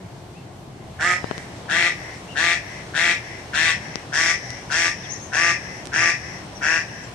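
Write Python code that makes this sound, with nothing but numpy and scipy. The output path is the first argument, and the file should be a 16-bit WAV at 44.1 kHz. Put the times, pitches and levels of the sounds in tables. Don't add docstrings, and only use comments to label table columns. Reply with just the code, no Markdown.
import sys
import numpy as np
from scipy import signal
from scipy.fft import rfft, irfft
from scipy.io import wavfile
from scipy.ndimage import uniform_filter1d

SR = 44100
rng = np.random.default_rng(int(sys.argv[2]) if len(sys.argv) > 2 else 0)


def generate_wav(signal):
    frames = np.transpose(np.atleast_2d(signal))
    scaled = np.clip(frames, -1, 1) * 32767
    pcm = np.round(scaled).astype(np.int16)
    wavfile.write(sys.argv[1], SR, pcm)


N = 314874

# low throat, 1.2 kHz whistle at the end of
# the push, 2.6 kHz edge, 3.5 kHz ring, 5.6 kHz ring
DUCK_CALLS = [(0.989, 0.14, -16, 179.6, 1974, -12, -9, -11.5, -14.5, -16),
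              (1.684, 0.19, -21.5, 171.7, 2010, -13, -13.5, -8.5, -9.5, -15.5),
              (2.350, 0.18, -22, 171, 1990, -13, -10, -6.5, -9, -14),
              (2.936, 0.18, -21.5, 170.9, 2030, -14, -13.5, -7.5, -9, -14.5),
              (3.526, 0.18, -22, 164.4, 1890, -15.5, -11, -5, -7.5, -12.5),
              (4.119, 0.19, -21.5, 166, 1970, -15.5, -11, -11, -13, -7.5),
              (4.694, 0.18, -23, 168.1, 1920, -13, -10, -7, -11.5, -7),
              (5.319, 0.19, -21.5, 168.7, 1900, -13, -5, -5.5, -17, -9.5),
              (5.919, 0.18, -21, 168.3, 1920, -14, -7.5, -6.5, -19.5, -9.5),
              (6.61, 0.16, -21.5, 163.7, 1750, -14.5, -12.5, -6.5, -22, -11.5)]


def duck():
    return sum(quack(call) for call in DUCK_CALLS)


# f/Hz, width/Hz, relative level/dB
THROAT_MODES = [(331, 59, 2), (703, 93, 6), (965, 62, 5.5)]
# f/Hz, width/Hz, relative level/dB
EDGE_MODES = [(2550, 220, 0)]
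# f/Hz, width/Hz, relative level/dB
RING_MODES = [(3374, 470, 16.3), (4590, 660, 1.5)]
# f/Hz, width/Hz, relative level/dB
HIGH_MODES = [(4740, 980, -3), (5474, 410, 5), (6150, 590, -2)]
# f/Hz, width/Hz, relative level/dB
RASP_MODES = [(7170, 1570, 0.5), (8570, 1900, -2), (11200, 2200, -8.5)]
ATTACK_S, ATTACK_DEPTH_DB = 0.015, 19.5
RELEASE_DB_PER_S, RELEASE_S = 352, 0.12
SCOOP_SHARE, SCOOP_S = 0.17, 0.05
SHUT_BILL_HZ, BILL_OPENING_S = 1600, 0.065
EDGE_SHUT_DB = -3
WHISTLE_SWELL_DB_PER_S = 27
WHISTLE_FLUTTER_DB, FLUTTER_PER_S = 4.5, 35.6
HISS_LINGERS_DB_PER_S, WHISTLE_LINGERS_DB_PER_S = 64, 63
SHUT_ROUGHNESS, OPEN_ROUGHNESS = 0.025, 0.0055


def quack(call, treble_fade_s=0.02):
    s, push_s, level_db, top_hz, open_hz, low_db, whistle_db, edge_db, ring_db, high_db = call
    t = np.arange(int((push_s + RELEASE_S) * SR)) / SR
    released_s = np.maximum(t - push_s, 0)
    effort_db = level_db - ATTACK_DEPTH_DB * np.exp(-t / ATTACK_S) - RELEASE_DB_PER_S * released_s
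    pitch = top_hz * (1 - SCOOP_SHARE * np.exp(-(t / SCOOP_S) ** 2))
    shut = np.exp(-(t / BILL_OPENING_S) ** 2)
    bill_hz = open_hz + shut * (SHUT_BILL_HZ - open_hz)

    pulses, air = syrinx(pitch, OPEN_ROUGHNESS + shut * (SHUT_ROUGHNESS - OPEN_ROUGHNESS))
    clean = pulses + 0.2 * air
    voiced = pulses + (0.55 + 0.5 * shut) * air
    hoarse = pulses + 2.0 * air
    airiest = pulses + 3.0 * air

    low = band(resonate(clean, THROAT_MODES), [260, 1050])
    main = bill_voice(voiced, bill_hz, t)
    edge = band(resonate(hoarse, EDGE_MODES), [2250, 2850], order=3)
    ring = band(resonate(hoarse, RING_MODES), [2900, 5000])
    high = band(resonate(hoarse, HIGH_MODES), [4700, 7200], order=3)
    rasp = band(resonate(airiest, RASP_MODES), [6500, 10800], order=5)

    treble_gain = np.clip(t / treble_fade_s, 0, 1) * from_db(HISS_LINGERS_DB_PER_S * released_s)
    treble = panned(levelled(edge), 10.0) * from_db(edge_db + EDGE_SHUT_DB * shut)
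    treble = treble + panned(levelled(ring), 11.7) * from_db(ring_db)
    treble = treble + panned(levelled(high), 7.6) * from_db(high_db)
    treble = treble + panned(levelled(rasp), -6.0) * from_db((ring_db + high_db) / 2 - 7.0)

    body = panned(levelled(main, size=560), 4.8) * from_db(2.0)
    body = body + panned(levelled(low), 1.5) * from_db(low_db)
    body = body + throat_whistle(pitch, whistle_db, push_s, t)
    sound = (body + treble_gain * treble) * from_db(effort_db)
    return np.pad(sound, ((0, 0), (int(s * SR), N)))[:, :N]


def bill_voice(voiced, bill_hz, t):
    gape = np.clip(t / 0.08, 0.65, 1)
    first = glide(voiced, bill_hz * 0.96, 235 * gape)
    second = glide(voiced, bill_hz * 1.16, 250 * gape)
    throat = signal.lfilter(*resonator(1683, 280), voiced)
    main = first - gape * from_db(-4) * second + from_db(-7.5) * throat
    return band(band(main, 1340, "high", order=8), 2450, "low", order=5)


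def throat_whistle(pitch, whistle_db, push_s, t, lowest_hz=1060, order=7):
    n = len(t)
    wavering_hz = order * pitch * (1 + 0.0098 * drift(56.3, size=n))
    tone = np.sqrt(2) * np.sin(2 * np.pi * np.cumsum(wavering_hz) / SR)
    tone = tone * np.clip((order * pitch - lowest_hz) / 80, 0.3, 1)
    swell_db = whistle_db - WHISTLE_SWELL_DB_PER_S * np.maximum(push_s - t, 0)
    linger_db = WHISTLE_LINGERS_DB_PER_S * np.maximum(t - push_s, 0)
    flutter_db = WHISTLE_FLUTTER_DB * drift(FLUTTER_PER_S, size=n)
    return tone * from_db(swell_db + linger_db + flutter_db)


def syrinx(pitch, roughness, shimmer_db=4.0):
    jitter_s, puff_decay = 0.00007, 2.5
    n = len(pitch)
    cycles = np.cumsum(pitch * (1 + roughness * drift(110, size=n))) / SR
    slaps = np.flatnonzero(np.diff(np.floor(cycles)))
    chance = rng.standard_normal((64, 2))[:len(slaps)]
    shifted = slaps + (jitter_s * SR * chance[:, 0]).astype(int)
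    pulses = np.zeros(n)
    pulses[np.clip(shifted, 0, n - 1)] = from_db(shimmer_db * chance[:, 1])
    air = rng.standard_normal(n) + rng.standard_normal((2, n))
    return rms_one(pulses), rms_one(air * np.exp(-puff_decay * (cycles % 1)))


# delay t/s, spread/s, level/dB round 2 kHz,
# level/dB round 5.6 kHz
FAR_ECHOES = [(0.043, 0.0078, -6, -4), (.15, 0.06, -20, -13.5), (0.261, .05, -19, -11.5),
              (.42, 0.074, -33, -23)]


def waterfront(x):
    fence = scatter(0.001, 0.011)
    response = from_db(-4.5) * band(fence, 1400, "high")
    response = response + from_db(-4) * band(fence, 3200, "high", order=4)
    for delay_s, spread_s, mid_db, top_db in FAR_ECHOES:
        cloud = scatter(delay_s, spread_s)
        response = response + from_db(mid_db) * band(cloud, [1650, 2700])
        response = response + from_db(top_db) * band(cloud, [5000, 6200])
    return x + signal.fftconvolve(x, response, axes=1)[:, :N]


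def scatter(delay_s, spread_s):
    t = np.arange(SR) / SR - delay_s
    cloud = rng.standard_normal((2, SR)) * (t > 0) * np.exp(-np.abs(t) / spread_s)
    return cloud / np.sqrt(np.sum(cloud ** 2, axis=1, keepdims=True))


def ports(x):
    lead_s = 0.00005
    delay = np.exp(-2j * np.pi * np.fft.rfftfreq(N, 1 / SR) * lead_s)
    return np.array([x[0], irfft(rfft(x[1]) * delay, N)])


def finger_on_port(x, lift_s=1.63, shade_hz=3500, shade_db=-7.5, right_db=-3.0, glint_db=-8.0):
    covered = np.clip((lift_s - np.arange(N) / SR) / 0.24, 0, 1)
    left = from_db(shade_db) * band(x[0], shade_hz, "low", order=1)
    right = from_db(right_db) * x[1] + from_db(glint_db) * band(x[1], [3000, 7000], order=1)
    return x + covered * (np.array([left, right]) - x)


# t/s, spike level/dB, left over right level/dB, dullness f/Hz,
# thud share, ring share
CASING_KNOCKS = [(1.243, -14.5, 31, 906, 0.6, 0), (1.312, -12, 33, 1470, 0.59, 0),
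                 (1.3167, -22, 12, 1100, 0.35, 0), (1.38, -15.5, 33, 4640, 0.27, 0),
                 (3.544, -38.5, 7, 6000, 0.024, 0.46), (3.957, -12, 32, 3120, 0.57, 0.59),
                 (4.505, -17.5, 25, 7000, 0.054, 0.4), (5.856, -17.5, -18, 8400, 0.016, 0),
                 (5.863, -29, -3, 7920, 0.022, 0.32), (5.8717, -16.5, -20, 7800, 0.12, 0)]


def knocks(thud_hz=170, ring_hz=5500, size=2000):
    out, click = np.zeros((2, N + size)), signal.unit_impulse(size)
    for s, peak_db, pan_db, dull_hz, thud, ring_share in CASING_KNOCKS:
        spike = band(band(click, dull_hz, "low"), 10500, "low", order=6)
        swing = signal.lfilter(*resonator(thud_hz, 330), spike)
        ring = signal.lfilter(*resonator(ring_hz, 710), spike)
        blow = spike / spike.max() + thud * swing / np.abs(swing).max() + ring_share * ring / ring.max()
        blow = band(blow, 74, "high", order=1)
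        start = int(s * SR)
        out[:, start:start + size] -= panned(from_db(peak_db) * blow, pan_db)
    return out[:, :N]


# t/s, pitch f/Hz, level/dB
FAR_GULL = [(1.17, 1080, -60), (1.205, 1010, -47), (1.245, 960, -43), (1.29, 1020, -45), (1.33, 1060, -45),
            (1.37, 950, -51), (1.4, 900, -66)]
# t/s, length/s, start f/Hz, middle f/Hz, end f/Hz, level/dB
BIRD_CHIRPS = [(0.336, 0.08, 2400, 2620, 2670, -43), (2.273, 0.084, 2700, 2890, 2660, -40),
               (5.03, 0.044, 3600, 3400, 2850, -40.5), (5.085, 0.069, 5600, 6290, 6700, -31.5),
               (5.145, 0.028, 5900, 5620, 5740, -37), (5.174, 0.117, 6400, 6440, 6450, -43),
               (6.428, 0.043, 7500, 8500, 8400, -58), (6.546, 0.048, 5700, 5890, 5030, -41),
               (6.878, 0.035, 2650, 2830, 2780, -45), (7.017, 0.055, 7000, 7300, 7360, -50)]


def birds(warble=0.032):
    t = np.arange(N) / SR
    s, hz, db = np.transpose(FAR_GULL)
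    phase = 2 * np.pi * np.cumsum(np.interp(t, s, hz)) / SR
    harmonics = np.sin(3 * phase) + 0.8 * np.sin(4 * phase) + 0.8 * np.sin(5 * phase)
    out = from_db(np.interp(t, s, db)) * (t > s[0]) * (t < s[-1]) * harmonics
    for at, length_s, *path_hz, level_db in BIRD_CHIRPS:
        u = np.linspace(0, 1, int(length_s * SR))
        path = np.polyval(np.polyfit([0, 0.5, 1], path_hz, 2), u)
        pitch = path * (1 + warble * drift(375, size=len(u)))
        chirp = from_db(level_db) * np.sin(np.pi * u) * np.sin(2 * np.pi * np.cumsum(pitch) / SR)
        out = out + np.pad(chirp, (int(at * SR), N))[:N]
    return panned(out, 15.0)


# f/Hz, relative level/dB per Hz
RUMBLE_COLOUR = [(15, -56), (25, -21), (64, -8.5), (131, -1.5), (186, -7), (219, -8.5), (250, -14),
                 (363, -9.5), (515, -30.5), (637, -13.5), (1420, -33), (8550, -45.5), (13800, -46.5),
                 (15000, -111)]
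# t/s, relative level/dB (the whole curve is set 3.5 dB lower)
AIR_LEVEL = [(0.0, -43.5), (0.73, -45), (1.19, -37.5), (2.2, -37), (7.14, -37.5)]
# f/Hz, relative level/dB per Hz
AIR_COLOUR = [(100, -15.5), (300, -3), (700, 0), (1200, -6.5), (3000, -11.5), (8000, -19.5), (14000, -93)]


def surroundings(rumble_db=-39.5, hum_hz=121, hum_db=-49):
    t = np.arange(N) / SR
    rumble = from_db(rumble_db) * banded_noise(RUMBLE_COLOUR, patchy_db=2.0)
    hum_phase = 2 * np.pi * np.cumsum(hum_hz + 3 * drift(11)) / SR
    drone = from_db(hum_db + drift(14)) * np.sin(hum_phase)
    air_gain = from_db(np.interp(t, *np.transpose(AIR_LEVEL)) - 3.5)
    breeze = air_gain * banded_noise(AIR_COLOUR, patchy_db=1.0)
    return panned(rumble + drone + breeze, 1.1)


# f/Hz, left-right likeness [correlation]
PORT_LIKENESS = [(40, 0.93), (150, 0.97), (500, 0.77), (1500, 0.057), (5000, 0.043), (14000, .1)]


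def banded_noise(spectrum, patchy_db):
    out, edges = 0, 25 * 2 ** np.arange(0, 9.6, 0.5)
    white = rng.standard_normal((2, 2, N))
    for k, (low, high) in enumerate(zip(edges, edges[1:])):
        mid, side = band(white[k % 2], [low, high])
        hz = np.sqrt(low * high)
        alike = np.clip(at_hz(PORT_LIKENESS, hz), -1, 1)
        gain = from_db(at_hz(spectrum, hz) + patchy_db * drift(12))
        out = out + gain * (np.sqrt(1 + alike) * mid + np.sqrt(1 - alike) * side * [[1], [-1]])
    return rms_one(out)


def from_db(db):
    return 10 ** (np.asarray(db) / 20)


def rms_one(x):
    return x / np.sqrt(np.mean(x ** 2) + 1e-20)


def at_hz(points, hz):
    points_hz, values = np.transpose(points)
    return np.interp(np.log(hz), np.log(points_hz), values)


def band(x, edges_hz, kind="band", order=2):
    edges_hz = np.clip(edges_hz, 10, 0.45 * SR)
    return signal.sosfilt(signal.butter(order, edges_hz, kind, fs=SR, output="sos"), x)


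def drift(rate, size=N):
    knots = np.arange(size) * rate / SR
    count = int(knots[-1]) + 2
    return np.interp(knots, np.arange(count), rng.standard_normal(count))


def panned(x, pan_db):
    gains = from_db([[pan_db / 2], [-pan_db / 2]])
    return x * gains / gains.mean()


def resonator(hz, width_hz):
    r = np.exp(-np.pi * width_hz / SR)
    return (1 - r * r) / 2 * np.array([1, 0, -1]), [1, -2 * r * np.cos(2 * np.pi * hz / SR), r * r]


def resonate(x, modes):
    out = 0
    for k, (hz, width_hz, db) in enumerate(modes):
        out = out + (-1) ** k * from_db(db) * signal.lfilter(*resonator(hz, width_hz), x)
    return out


def glide(x, hz, width_hz, size=64):
    out, state = np.zeros(x.shape), np.zeros((2, 2))
    for i in range(0, len(hz), size):
        b, a = resonator(hz[i], width_hz[i])
        out[:, i:i + size], state = signal.lfilter(b, a, x[:, i:i + size], zi=state)
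    return out


def levelled(x, size=900):
    return x / np.sqrt(np.abs(uniform_filter1d(x * x, size)) + 1e-12)


def scene():
    calls = waterfront(duck() + birds())
    return finger_on_port(ports(calls)) + surroundings() + knocks()


def record(dry):
    ceiling, cutoff_hz = 0.92, 14700
    x = band(dry, 24, "high", order=1)
    rounded = x / (1 + (x / ceiling) ** 6) ** (1 / 6)
    return signal.sosfilt(signal.ellip(10, 0.1, 90, cutoff_hz, fs=SR, output="sos"), rounded)


dry = scene()
out = record(dry)
generate_wav(out)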